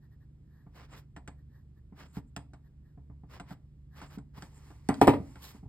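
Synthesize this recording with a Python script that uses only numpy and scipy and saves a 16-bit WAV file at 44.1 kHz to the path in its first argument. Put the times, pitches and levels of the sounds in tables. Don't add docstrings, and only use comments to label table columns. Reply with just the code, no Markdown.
import sys
import numpy as np
from scipy import signal
from scipy.fft import rfft, irfft, next_fast_len
from scipy.io import wavfile
from scipy.ndimage import uniform_filter1d

SR = 44100
rng = np.random.default_rng(int(sys.argv[2]) if len(sys.argv) > 2 else 0)


def master(y):
    cut = np.clip(np.atleast_2d(y).T, -1, 1)
    pcm = np.round(cut * 32767)
    wavfile.write(sys.argv[1], SR, pcm.astype(np.int16))


N = 250884
TIME = np.arange(N) / SR
HIT_TIME = TIME[:SR // 2]

# start in seconds, push length in seconds,
# push level in dB, end in seconds, pull length in seconds, pull level in dB.
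TUCKS = [(0.733, 0.14, -56.5, 1.019, 0.13, -55.5), (1.961, 0.11, -51, 2.2, .06, -55),
         (3.295, .1, -53, 3.55, 0.082, -60), (3.953, 0.13, -51, 4.173, 0.078, -55.5),
         (4.339, 0.066, -56.5, 4.43, 0.069, -65.5)]
# midpoint in seconds, length in seconds, level in dB.
FINGER_STROKES = [(5.467, 0.13, -57)]
BLADE_SLIDES = [(.93, 0.063, -70.5), (2.125, 0.2, -77), (2.285, .04, -82), (4.09, 0.1, -73),
                (4.57, 0.075, -68.5), (5.31, 0.11, -75)]
TOY_SHIFTS = [(4.44, 0.11, -60), (4.63, 0.41, -60.5), (5.0, 0.34, -57.5), (5.35, 0.64, -62),
              (5.555, 0.091, -62)]
STITCH_BRUSHES = [(.045, .07, -73), (.132, .06, -74), (.228, .06, -75.5), (.58, .24, -75),
                  (1.396, .06, -77), (1.562, .13, -72), (1.782, .045, -76.5), (2.663, .061, -74.5),
                  (2.88, .13, -80), (3.946, .071, -66)]
# frequency in Hz, relative level in dB.
YARN_SPECTRUM = [(150, 17.5), (400, 11.5), (650, 10), (1000, 13), (1800, 8), (2800, 3), (4000, -2.5),
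                 (5200, -1), (7000, -10.5), (9000, -13.5), (13000, -17)]
SHEEN_SPECTRUM = [(1000, -7.5), (4000, -0.5), (5200, -3), (8000, -6.5), (10000, -10), (12500, -1.5),
                  (14000, -7), (16000, -11.5)]
DRAG_SPECTRUM = [(200, 13.5), (400, 8), (630, -2), (900, 8.5), (1500, -1.5), (1900, 1.5), (2600, -3),
                 (3700, -8), (5000, -5), (7300, -8), (9000, -9), (12500, -14.5), (16000, -20)]
BRUSH_SPECTRUM = [(500, -11.5), (1100, -3.5), (1450, -10.5), (1700, 3), (1880, 3.5), (2200, -32),
                  (4000, -16.5), (10000, -33), (12500, -13.5), (15000, -38)]
CLICK_SPECTRUM = [(100, -16.5), (300, 6), (500, -10.5), (750, 5), (1100, -6), (1400, 4), (2000, -5.5),
                  (3400, -11), (5000, -13.5), (6800, -18.5), (8200, -13.5), (10000, -26.5), (12500, -36),
                  (16000, -40)]
SCUFF_SPECTRUM = [(200, -12), (450, 1), (750, 15), (1100, 7.5), (1400, 1.5), (2400, -0.5), (4000, -11),
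                  (5500, -11.5), (7000, -16), (8500, -9.5), (10500, -6), (13000, 2), (16000, -10.5)]
# start in seconds, level in dB, tilt in dB per octave.
CLICKS = [(1.164, -35, -1.5), (1.2764, -34.5, 1), (2.167, -39.5, -1.5), (2.364, -27.5, 2.5),
          (2.5347, -41.5, -1), (3.3987, -32, 0), (3.507, -35.5, -3), (4.016, -34, 0), (4.184, -44.5, 1.5),
          (4.423, -35, 2.5), (4.704, -42, -2.5), (4.8885, -25.5, 5.5), (4.942, -35, 2.5),
          (4.981, -39.5, -8.5), (5.0142, -25, 5), (5.073, -27, 15), (5.0927, -31.5, 4.5),
          (5.136, -35, -2.5), (5.357, -40, -1)]
# frequency in Hz, relative level in dB.
BLADE_MODES = [(5050, -42), (7480, 3), (7930, -6), (8270, -2), (8720, -9), (12400, -16)]
# frequency in Hz, relative level in dB, 60 dB decay time in seconds.
FREE_SCISSOR_MODES = [(8350, -4, 0.17), (8450, -2.5, 0.19), (8670, -2, .15), (12450, -9, .12),
                      (12750, -12, .12)]
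TABLE_MODES = [(94.4, -6, 0.18), (144.1, -9.5, .13), (233, -7, 0.14), (277.7, 2.5, .12),
               (367.4, -7.5, 0.15), (425.4, 5.5, 0.048), (526, -16, 0.12), (594, -4.5, 0.044),
               (820, -16.5, 0.024), (794, 3.5, 0.28), (850, -4.5, 0.096), (945, 1.5, 0.1), (1200, -4, 0.22),
               (1380, -9.5, 0.24), (1740, -26, 0.2), (2580, -20, .05)]
# start in seconds, thud level in dB,
# thud pitch in Hz, ring level in dB against the thud, scuff trim in dB.
LANDING_BLOWS = [(4.89, -16.5, 257, -0.5, -4), (5.0146, -6, 684, 0, -9.5), (5.071, -16, 387, -9, -6.5),
                 (5.0769, -8.5, 567, 5, -5), (5.1354, -23.5, 482, 1.5, -6.5)]
# start in seconds, thud level in dB, thud pitch in Hz.
NUDGES = [(.665, -46, 168), (1.923, -43, 182), (2.17, -28.5, 184), (2.975, -44, 144), (3.098, -42, 148),
          (3.235, -43, 164), (3.513, -40.5, 180), (4.175, -32.5, 198), (4.379, -43.5, 192),
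          (5.202, -30, 202), (5.548, -42.5, 227), (5.63, -40, 158), (5.656, -36.5, 96)]
# frequency in Hz, rms level in dB.
HUM_TONES = [(70.0, -59), (118.4, -63), (145.3, -60)]
# frequency in Hz, relative level in dB.
RUMBLE_SPECTRUM = [(20, -15), (45, 0.5), (68, -1.5), (90, -5.5), (135, -9.5), (190, -11.5), (300, -20),
                   (400, -26.5), (600, -40), (1500, -47), (3000, -51), (8000, -57.5), (16000, -65)]
# frequency in Hz, 60 dB decay time in seconds.
ROOM_T60 = [(100, .36), (300, .32), (1000, .23), (3000, .21), (8000, .18), (16000, .12)]
# delay in seconds, relative level in dB.
ECHOES = [(.0058, -4.5), (0.0126, -10.5)]
# frequency in Hz, phase in radians.
PORT_PHASE = [(0, 0), (150, -.28), (350, -.56), (900, -.8), (1700, 0), (2500, 2), (3600, 1.9), (5000, 1.3),
              (6000, 3.14), (8000, 6.28), (10250, 9.42), (12500, 12.57), (14700, 15.7), (16000, 17.5)]
# frequency in Hz, level in dB.
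PORT_BALANCE = [(40, -0.8), (300, -1.5), (700, 1.5), (1400, -0.6), (2800, -2.5), (5500, -1.5), (12000, 0.7)]


def yarn_rub():
    crossing_s, sheen_s, release_s = .035, .071, .066
    friction = unit(colour(stick_slip(rate=6000, spread_db=2.2, hiss=.9), YARN_SPECTRUM))
    sheen = unit(colour(stick_slip(rate=5000, spread_db=2.5, hiss=.7), SHEEN_SPECTRUM))
    rubbing = swells(FINGER_STROKES)
    grazing = undb(4) * rubbing
    for start, push_s, push_db, end, pull_s, pull_db in TUCKS:
        push = (start + push_s / 2, push_s, push_db)
        pull = (end - pull_s / 2, pull_s, pull_db)
        tip_in = (start + crossing_s, sheen_s, push_db - 15)
        tip_out = (end - crossing_s, sheen_s, pull_db - 7)
        inside = np.interp(TIME, [start, start + crossing_s, end, end + release_s], [0, 1, 1, 0])
        rubbing = rubbing + swells([push, pull], edge=2.35) + undb(-76) * inside
        grazing = grazing + swells([tip_in, tip_out])
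    catching = undb(2.2 * walk(69))
    return (rubbing * friction + grazing * sheen) * catching


def blade_clicks():
    track = np.zeros(N)
    steel = ring([(hz, db, .14) for hz, db in BLADE_MODES], swell_cycles=2)
    for s, db, tilt_db in CLICKS:
        spectrum = [(hz, level + tilt_db * np.log2(hz / 1000)) for hz, level in CLICK_SPECTRUM]
        t60 = .052 * 2 ** (-tilt_db / 3)
        tick = scrape(t60, spectrum, snap_db=-4)
        add(track, s, undb(db) * (tick + undb(-40) * steel))
    return track


def blade_slides():
    steel = ring([(hz, db, .006) for hz, db in BLADE_MODES], swell_cycles=1.8)
    friction = stick_slip(rate=3100, spread_db=4, hiss=.56)
    whisper = signal.fftconvolve(friction, steel[None], axes=-1)[:, :N]
    return swells(BLADE_SLIDES) * unit(cut(whisper, 4000, "high"))


def landing_ring():
    track, steel = np.zeros(N), ring(FREE_SCISSOR_MODES, swell_cycles=2)
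    for s, db, *_ in LANDING_BLOWS:
        add(track, s, undb(db - 43) * steel)
    return track


def table_knocks():
    nudges = [(s, db, hz, -5.5, -56 - db) for s, db, hz in NUDGES]
    jolts = [(s + .00502, db - 9, 170, -1, -1) for s, db, _ in CLICKS]
    capped = [(hz, db, min(t60, .11 * (300 / hz) ** .25)) for hz, db, t60 in TABLE_MODES]
    track, top = np.zeros(N), ring(capped, swell_cycles=1)
    for s, db, thud_hz, ring_db, scuff_db in LANDING_BLOWS + nudges + jolts:
        cycles = HIT_TIME * thud_hz
        thud = np.sin(2 * np.pi * cycles) * cycles * np.exp(-cycles / .54)
        thud /= np.abs(thud).max()
        body = cut(top, thud_hz, "low")
        body /= np.abs(body).max()
        scuff = cut(scrape(.13, SCUFF_SPECTRUM, snap_db=-5), 9 * thud_hz, "low")
        add(track, s, undb(db) * (thud + undb(ring_db) * body + undb(scuff_db + 8.5) * scuff))
    return track


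def toy_drag():
    envelope = swells(TOY_SHIFTS) * undb(walk(20))
    return envelope * unit(colour(stick_slip(rate=18000, spread_db=0, hiss=.48), DRAG_SPECTRUM))


def stitch_brushes():
    friction = stick_slip(rate=6000, spread_db=2, hiss=.9)
    return swells(STITCH_BRUSHES) * unit(colour(friction, BRUSH_SPECTRUM))


def background():
    level = undb(-56.5 + .18 * walk(3.2))
    field = level * unit(colour(rng.standard_normal((2, N)), RUMBLE_SPECTRUM))
    for hz, db in HUM_TONES:
        phase = 2 * np.pi * np.cumsum(hz * (1 + .01143 * walk(3.9))) / SR
        field[0] += np.sqrt(2) * undb(db + 2 * walk(3.69)) * np.sin(phase)
    return field


def room(x, wet_db, echo_db):
    noise, tail = rng.standard_normal((2, len(HIT_TIME))), 0
    for hz in 125 * 2. ** np.arange(8):
        octave = cut(noise, [hz / np.sqrt(2), hz * np.sqrt(2)], "band")
        tail = tail + octave * fade(on_log_axis(hz, ROOM_T60))
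    tail *= 1 - np.exp(-HIT_TIME / .0039)
    tail /= np.sqrt(np.sum(tail ** 2) / 2)
    field = undb(wet_db) * signal.fftconvolve(x[None], tail, axes=-1)[:, :N]
    field[1] *= undb(2.5)
    field[0] += x
    for delay, db in ECHOES:
        field[0] += undb(db + echo_db) * np.interp(TIME - delay, TIME, x, left=0)
    return field


def microphones(field):
    size = next_fast_len(N + SR // 2, real=True)
    hz = np.arange(size // 2 + 1) * SR / size
    near, diffuse = rfft(field, size)
    phase = np.interp(hz, *np.transpose(PORT_PHASE))
    side = .5 * np.sin(phase) * diffuse
    tilt = np.exp(.5j * phase) * undb(on_log_axis(hz, PORT_BALANCE) / 2)
    return irfft(np.array([(near + side) * tilt, (near - side) / tilt]), size)[:, :N]


def stick_slip(rate, spread_db, hiss):
    slips = (rng.random((2, N)) < rate / SR) * rng.standard_normal((2, N))
    strength = undb(spread_db * np.minimum(rng.exponential(size=(2, N)), 4))
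    return unit(unit(slips * strength) + hiss * rng.standard_normal((2, N)))


def scrape(t60, spectrum, snap_db):
    envelope = fade(t60) + undb(snap_db) * fade(t60 / 5)
    burst = colour(rng.standard_normal(len(HIT_TIME)) * envelope, spectrum)
    return burst / np.sqrt(np.sum(burst ** 2) / 20)


def ring(modes, swell_cycles):
    return sum(undb(db) * np.sin(2 * np.pi * hz * HIT_TIME) * fade(t60)
               * (1 - np.exp(-HIT_TIME * hz / swell_cycles)) for hz, db, t60 in modes)


def swells(touches, edge=2):
    return sum(undb(db) * np.exp(-2 * np.abs((TIME - middle) / (length / 2)) ** edge)
               for middle, length, db in touches)


def fade(t60):
    return np.exp(-np.log(1000) * HIT_TIME / t60)


def walk(rate):
    hold = int(SR / rate)
    steps = np.repeat(rng.standard_normal(N // hold + 1), hold)
    return unit(uniform_filter1d(uniform_filter1d(steps, hold), hold)[:N])


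def colour(x, spectrum, size=4096):
    hz = np.arange(size // 2 + 1) * SR / size
    cepstrum = irfft(np.log(undb(on_log_axis(hz, spectrum))))
    cepstrum[1:size // 2] *= 2
    cepstrum[size // 2 + 1:] = 0
    response = irfft(np.exp(rfft(cepstrum))).reshape((1,) * (x.ndim - 1) + (-1,))
    return signal.fftconvolve(x, response, axes=-1)[..., :x.shape[-1]]


def cut(x, hz, kind, order=2):
    edges = np.minimum(hz, SR / 2 - 1)
    return signal.sosfilt(signal.butter(order, edges, kind, fs=SR, output="sos"), x)


def on_log_axis(hz, points):
    at, value = np.transpose(points)
    return np.interp(np.log(np.maximum(hz, 1)), np.log(at), value)


def add(track, s, sound):
    start = int(s * SR)
    track[start:start + len(sound)] += sound[:N - start]


def undb(db):
    return 10 ** (np.asarray(db) / 20)


def unit(x):
    return x / np.sqrt(np.mean(x ** 2))


def scene():
    steel = room(blade_clicks() + landing_ring(), wet_db=-12, echo_db=-5)
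    table = room(table_knocks(), wet_db=-11, echo_db=-9.5)
    friction = yarn_rub() + toy_drag() + stitch_brushes() + blade_slides()
    return microphones(steel + table + friction + background())


def record(dry):
    bass_hz, top_hz = 39, 15900
    low_pass = signal.ellip(8, .2, 70, top_hz, fs=SR, output="sos")
    return signal.sosfilt(low_pass, cut(dry, bass_hz, "high", order=3))


dry = scene()
out = record(dry)
master(out)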